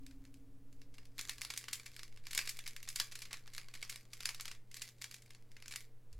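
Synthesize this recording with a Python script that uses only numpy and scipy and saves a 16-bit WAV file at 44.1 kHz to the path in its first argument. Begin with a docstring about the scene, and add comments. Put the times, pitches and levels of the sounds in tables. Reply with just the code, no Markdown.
"""In a small room, a plastic puzzle cube is turned in quick bursts over a desk, close to the microphone.
Each turn ends in a clack: random knocks coloured by the resonances of loose hollow pieces.
Between the clacks the layers slide and rattle, made of small ticks and a dry hiss.
Mains hum and low room noise lie underneath, made of sine waves and shaped noise.
A low ring of two sine waves dies away from the start, and a soft thud comes at the end."""
import sys
import numpy as np
from scipy import signal
from scipy.fft import rfft, irfft
from scipy.io import wavfile

SR = 44100
rng = np.random.default_rng(int(sys.argv[2]) if len(sys.argv) > 2 else 0)


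def put_to_file(sound):
    """Save the sound as 16-bit audio at rate SR, in the file named by the first command-line argument."""
    columns = np.atleast_2d(sound).T  # one column per channel
    safe = np.clip(columns, -1, 1)
    whole_steps = np.round(safe * 32767)
    wavfile.write(sys.argv[1], SR, whole_steps.astype(np.int16))


N = 272979
TIME = np.arange(N) / SR  # seconds

# The clacks of the cube. Each row: time of the hit in seconds, relative level in dB,
# hardness of the contact in dB, extra length of the rattle in ms.
CLACK_LIST = [(0.0652, -55, 2, 0.66), (0.1098, -61, -5, 4.4), (0.2518, -60.5, -3, .6),
              (0.3419, -62.5, 4.5, .6), (0.7278, -66.5, 4.5, .9), (0.817, -58.5, -3.5, 0.96),
              (0.9408, -59.5, -1, 10), (0.9822, -53.5, -5.5, 2.5), (1.054, -61, 1, 3.7),
              (1.1918, -37.5, -2.5, 4.3), (1.2114, -45.5, 6.5, 1.5), (1.252, -49.5, 0, .7),
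              (1.2946, -35.5, -0.5, 1.7), (1.4169, -38, 0.5, 0.51), (1.4493, -41, -1, 1.4),
              (1.5027, -38, -2, 7.2), (1.538, -44.5, -1, 1.4), (1.5753, -40, 7, 2.1),
              (1.6408, -48.5, -3, 1.2), (1.6831, -41.5, -6.5, 3.7), (1.7305, -36.5, 5.5, 6.4),
              (1.7974, -49, -2.5, 1.6), (1.86, -45, -0.5, 7.8), (1.9644, -48.5, 0, .8),
              (1.993, -47, -4, 1.4), (2.0322, -46.5, -1.5, .5), (2.1742, -56.5, -6, 1.1),
              (2.2687, -45, -2.5, 1.1), (2.3095, -45, 2, 7.5), (2.332, -41, 0.5, 1.4),
              (2.349, -39.5, 6, 1.8), (2.3774, -29.5, 1, .8), (2.3901, -32, -3.5, 2.2),
              (2.474, -40, -1, 4.4), (2.4925, -38.5, 5.5, 7), (2.59, -43, -1, 1.2), (2.665, -44, -4.5, 2.8),
              (2.6769, -42, 2.5, 0.46), (2.7642, -44.5, -1.5, 0.89), (2.829, -50, 4, .9),
              (2.8756, -47.5, -6, 10), (2.8887, -43, 7.5, 0.45), (2.9013, -49, 3, 1.7),
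              (2.9596, -36.5, 3.5, 2.8), (2.9997, -29, -0.5, 2.6), (3.1203, -46, -1, 9.1),
              (3.1545, -43.5, 1, 5.1), (3.19, -50.5, 2.5, 1.6), (3.2191, -44, 1, 8.8),
              (3.254, -49.5, -2.5, 5.9), (3.3093, -49.5, -9, 7.6), (3.3297, -40, -0.5, 1.1),
              (3.3405, -45.5, -8.5, 1.3), (3.477, -52.5, -6, 0.97), (3.535, -51.5, 2, 8.1),
              (3.549, -48.5, 1, 0.92), (3.5806, -40.5, -3, 0.31), (3.6851, -53, -5.5, 1),
              (3.7388, -47, -1.5, 5.5), (3.751, -48, -2.5, 7.6), (3.8271, -39, -3, 2.4),
              (3.8959, -41, 4, 6.9), (3.9262, -48.5, -2.5, 1.1), (3.9589, -45.5, 0.5, 1.1),
              (4.1329, -45.5, 1, 4.2), (4.2056, -43.5, -2.5, 2.3), (4.2558, -32, 1, 1.5),
              (4.2906, -36.5, -2, 0.81), (4.3982, -44.5, -7.5, 1.5), (4.409, -45, 6.5, 0.92),
              (4.455, -43, -1.5, 1.9), (4.4797, -43.5, -2.5, 4.7), (4.514, -45, -3, 2.6),
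              (4.7144, -56, 2.5, 3), (4.7433, -48, 3.5, 1.1), (4.768, -47, 2.5, 4.5),
              (4.8185, -40, 2.5, 5.3), (4.8889, -54.5, 1.5, .8), (5.016, -47.5, -1, 0.83),
              (5.021, -45, 2, .6), (5.0419, -41.5, -0.5, 2), (5.112, -49.5, 2, 2.7), (5.142, -47, 1, 4.2),
              (5.221, -60.5, 5, 4.3), (5.3057, -54, -1.5, 3.1), (5.3488, -56.5, -4, 0.52),
              (5.5168, -61.5, 0.5, 0.98), (5.5667, -53.5, -7.5, 3.4), (5.6243, -51.5, -3, .6),
              (5.659, -52, -6, 0.61), (5.6812, -49, 4.5, 0.45), (5.71, -46, -1, 9.7),
              (5.723, -45.5, 0, 1.3), (5.738, -47, -5.5, 1.6), (5.7598, -39.5, 2.5, 1.5),
              (6.1284, -61, 2.5, 0.7)]
# Colour of a contact between plastic pieces. Each row: frequency in Hz, relative level in dB per Hz.
PLASTIC_COLOUR = [(300, -21), (600, -20.5), (900, -14.5), (1200, -12.5), (1700, -3.5), (2250, -4),
                  (3000, -4.5), (4800, -1), (6200, -5.5), (7600, -4), (9000, -9.5), (11000, -9.5),
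                  (13000, -15.5), (16000, -22.5)]
GRAZE_S = .004  # a layer grazes its stop for this long before it hits


def amp(db):
    """Turn decibels into a plain factor."""
    return 10 ** (np.asarray(db) / 20)


def evened(x):
    """Scale a sound to an rms level of 1."""
    return x / np.sqrt(np.mean(x ** 2) + 1e-20)


def read(points, hz):
    """Join the points of a spectrum by straight lines over log frequency."""
    f, value = np.transpose(points)
    return np.interp(np.log(hz + 1), np.log(f + 1), value)


def add(mix, s, sound):
    """Lay a sound into the mix from s seconds on."""
    part = mix[max(round(s * SR), 0):][:len(sound)]
    part += sound[:len(part)]


def noise(points):
    """Steady noise of rms 1 with the given spectrum."""
    gain = amp(read(points, np.fft.rfftfreq(N, 1 / SR)))
    return evened(irfft(rfft(rng.standard_normal(N)) * gain, N))


def causal(gain):
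    """The spectrum with these gains that starts at once and rings afterwards (minimum phase)."""
    cepstrum = irfft(np.log(np.maximum(gain, 1e-5)))
    half = len(cepstrum) // 2
    # fold the part before time zero onto the part after it
    cepstrum[1:half] *= 2
    cepstrum[half + 1:] = 0
    return np.exp(rfft(cepstrum))


def tone(hz):
    """A sine wave of rms 1 that starts at a random point of its cycle."""
    return np.sqrt(2) * np.sin(2 * np.pi * (hz * TIME + rng.random()))


def background(air_db=-68, sway_db=-51):
    """Room noise, steady hum, rumble and a slow sway of pressure far below hearing."""
    # Room noise. Each row: frequency in Hz, relative level in dB per Hz.
    air = [(12, -4.5), (24, 4.5), (55, -16.5), (170, -12.5), (300, -16), (450, -17.5), (700, -25),
           (1200, -29.5), (2000, -32.5), (4000, -37.5), (9000, -38.5), (16000, -40.5)]
    # Steady hum. 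Each row: frequency in Hz, rms level in dB.
    hum_tones = [(94, -80), (120, -67), (459, -85)]
    # Loudness of the low rumble over time. Each row: time in seconds, rms level in dB.
    rumble_levels = [(0, -55.5), (.5, -64), (1.3, -66), (6.2, -87)]
    hum = sum(amp(db) * tone(hz) for hz, db in hum_tones)
    rumble_db = np.interp(TIME, *np.transpose(rumble_levels))
    rumble = amp(rumble_db) * noise([(8, -29), (27, -3), (70, -18.0), (600, -59.5)])
    sway = noise([(2, -25), (4.5, 0), (6, -16), (100, -110)])
    return amp(air_db) * noise(air) + hum + rumble + amp(sway_db) * sway


def low_ring():
    """Two resonances close in pitch beat against each other as they fade."""
    # Each row: frequency in Hz, rms level at the start in dB, time to fade by 60 dB in seconds.
    ring_modes = [(265.3, -61.5, 4.04), (280.8, -64, 5.5)]
    return sum(amp(db - 60 * TIME / t60) * tone(hz) for hz, db, t60 in ring_modes)


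def piece(hz, grip_db=2.5, detune=0.019):
    """Gains of one struck piece; the grip changes the pitch and strength of its resonances each time."""
    # Resonances of the hollow pieces. Each row: frequency in Hz, width in Hz, average lift in dB.
    shell = [(1146, 120, 7.5), (1620, 120, 0), (2132, 226, 4), (2320, 140, 5), (2745, 174, 2.5),
             (4940, 170, 0), (7710, 110, -5.5)]
    colour_db = read(PLASTIC_COLOUR, hz)
    for mode_hz, width, lift_db in shell:
        a, b = rng.standard_normal(2)
        distance = 2 * (hz - mode_hz * (1 + detune * b)) / width
        colour_db = colour_db + (lift_db + grip_db * a) / (1 + distance ** 2)
    return amp(colour_db)


def rubbing_level(rub_db, swell_s, fade_s, shape=1.5, size=64):
    """A turn that clacks harder also rubs harder: a swell up to the stop, a fade after it."""
    middling_db, rub_follows = -45, 0.9  # the rubbing grows by this share of each dB above middling
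    t = TIME[::size, None]
    s, level_db, *_ = np.transpose(CLACK_LIST)
    envelope = np.exp(-abs((t - s) / np.where(t < s, swell_s, fade_s)) ** shape)
    each = amp(rub_db + rub_follows * (level_db - middling_db)) * envelope
    return np.interp(TIME, t[:, 0], np.linalg.norm(each, axis=1))


def sliding(rub=0.34, count=12, size=1024):
    """Small ticks and a dry rub as the pieces slide past one another, loudest around each clack."""
    # Rubbing up to the stop, then rubbing that also lasts beyond it. Each holds: level for a
    # middling clack in dB, swell before it in seconds, fade after it in seconds.
    push = (-66.5, 0.033, .004)
    coast = (-69.5, 0.031, 0.07)
    hz, out = np.fft.rfftfreq(size, 1 / SR), np.zeros(N)
    for _ in range(count):
        strength = amp(5.5 * np.minimum(rng.exponential(1, N), 2.6))
        ticks = strength * (rng.random(N) < 100 / count / SR)  # 100 a second over all pieces
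        scuff = rng.standard_normal(size) * np.exp(-TIME[:size] / .001)
        tick_sound = evened(irfft(rfft(scuff) * causal(piece(hz))))
        out += signal.oaconvolve(ticks, tick_sound)[:N]
    level = np.hypot(rubbing_level(*push), rubbing_level(*coast))
    return level * evened(evened(out) + rub * noise(PLASTIC_COLOUR))


def clack(level_db, hardness_db, rattle_ms, chatter=0.42, chatter_ms=5, graze=0.13, size=2048):
    """A layer grazes its stop and hits it; neighbouring pieces knock together and settle in milliseconds."""
    knock_hz, snap_hz = 1800, 6000  # the knock lies below the first, the snap above the second
    knock_db, snap_db = -11.5, -2.5  # at hardness 0, against the middle band
    ms = (TIME[:size] - GRAZE_S) * 1000  # the hit is at 0
    hz = np.fft.rfftfreq(size, 1 / SR)
    contacts = rng.choice([-1, 1], size) * rng.uniform(.4, 1, size) * (rng.random(size) < .25)
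    rattle = contacts * (ms >= 0) * np.exp(-(abs(ms) / (1.1 + abs(rattle_ms))) ** 2)
    # the settling changes strength at random every 64 samples
    bounces = np.repeat(amp(4.5 * rng.standard_normal(size // 64)), 64)
    settling = rng.standard_normal(size) * bounces * (ms >= 0) * np.exp(-abs(ms) / chatter_ms)
    approach = contacts * (ms < 0) * (1 + ms / (1000 * GRAZE_S))
    force = evened(rattle) + chatter * evened(settling) + graze * evened(approach)
    spectrum, gain = rfft(force), piece(hz)
    # a soft contact moves the whole cube, a hard one the edges of its pieces
    low = 1 / (1 + (hz / knock_hz) ** 6)
    high = 1 / (1 + (snap_hz / (hz + 1)) ** 6)
    bands = (low, 1 - low - high, high)
    shares_db = (knock_db - hardness_db, 0, snap_db + hardness_db)
    balance = sum(band * amp(db) / np.linalg.norm(irfft(spectrum * gain * band))
                  for band, db in zip(bands, shares_db))
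    return amp(level_db) * irfft(spectrum * causal(gain * balance))


def blows(rebound_ms=0.89):
    """All the clacks, and the loose pieces that fall back after most of them."""
    # Holds: share of clacks with a rebound, the two limits of its delay in seconds
    # (longest, shortest), level against the clack in dB.
    rebound = (0.8, 0.1448, 0.01, -15.5)
    share, longest_s, shortest_s, rebound_db = rebound
    rebounds = []
    for s, level_db, hardness_db, _ in CLACK_LIST:
        chance, when = rng.random(2)
        if chance < share:
            delay_s = longest_s + when * (shortest_s - longest_s)
            rebounds.append((s + delay_s, level_db + rebound_db, hardness_db, rebound_ms))
    return list(CLACK_LIST) + rebounds


def turns(rows, gain_db=20):
    """All the blows on one track, with the random details of each drawn anew on each call."""
    out = np.zeros(N)
    for s, *blow in rows:
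        add(out, s - GRAZE_S, clack(*blow))
    return amp(gain_db) * out


def response(tail_db=-7, early_db=-15, build_s=0.0014, count=12, size=20000):
    """A few echoes from desk and walls, and a noise tail that fades at its own rate at each pitch."""
    # Reverberation of the room. Each row: frequency in Hz, time to fade by 60 dB in seconds.
    room_fade = [(500, 0.16), (1500, 0.27), (4500, 0.19), (9000, 0.19), (15000, 0.26)]
    hz, t, z = signal.stft(rng.standard_normal(size), SR, nperseg=256)
    fade = amp(-60 * t / read(room_fade, hz)[:, None])
    tail = signal.istft(z * fade, SR)[1][:size]
    tail *= 1 - np.exp(-(TIME[:size] / build_s) ** 2)
    early = np.zeros(size)
    early[(rng.uniform(.002, .02, count) * SR).astype(int)] = rng.choice([-1, 1], count)
    return (amp(tail_db) * evened(tail) + amp(early_db) * evened(early)) / np.sqrt(size)


def room(x, count=5):
    """Several random echo patterns take turns, so that no single one colours the whole room sound."""
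    place = TIME / .017  # a new pattern every 17 ms, blended with the one before
    distance = abs((place - np.arange(count)[:, None] + 1) % count - 1)
    out = np.zeros(N)
    for d in distance:
        share = np.cos(np.pi / 2 * np.minimum(d, 1))
        out += signal.oaconvolve(x * share, response())[:N]
    return out


def thud(rise_s=.03):
    """A soft push sets the desk's lowest resonances going."""
    # Holds: start in seconds, level in dB before the modes are summed, time to fade by 60 dB in seconds.
    push_down = (6.115, -43, .8)
    # Resonances of the desk. Each row: frequency in Hz, relative level in dB.
    desk_modes = [(33, 0), (50, -4), (78, -10)]
    s, level_db, t60 = push_down
    t = np.maximum(TIME - s, 0)  # the sines stay at zero until the start
    modes = sum(amp(db) * np.sin(2 * np.pi * hz * t) for hz, db in desk_modes)
    return amp(level_db - 60 * t / t60) * (1 - np.exp(-t / rise_s)) * modes


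def scene(width_db=-4, width_hz=4400):
    """The cube's sound and its echoes from the room; nearly mono, with a little width in the treble."""
    rubbing, rows = sliding(), blows()
    echoes_a = room(turns(rows) + rubbing) / np.sqrt(2)
    echoes_b = room(turns(rows) + rubbing) / np.sqrt(2)
    cube = turns(rows) + rubbing
    mid = cube + echoes_a + echoes_b + background() + low_ring() + thud()
    treble = signal.butter(8, width_hz, "high", fs=SR, output="sos")
    side = amp(width_db) * signal.sosfilt(treble, echoes_a - echoes_b)
    return np.array([mid + side, mid - side])


def record(dry):
    """The recorder's band limit: a steep filter removes what lies above its edge."""
    edge_hz = 16350
    lowpass = signal.firwin(511, edge_hz, window=("kaiser", 9), fs=SR)
    return signal.oaconvolve(dry, lowpass[None], "same")


dry = scene()
out = record(dry)
put_to_file(out)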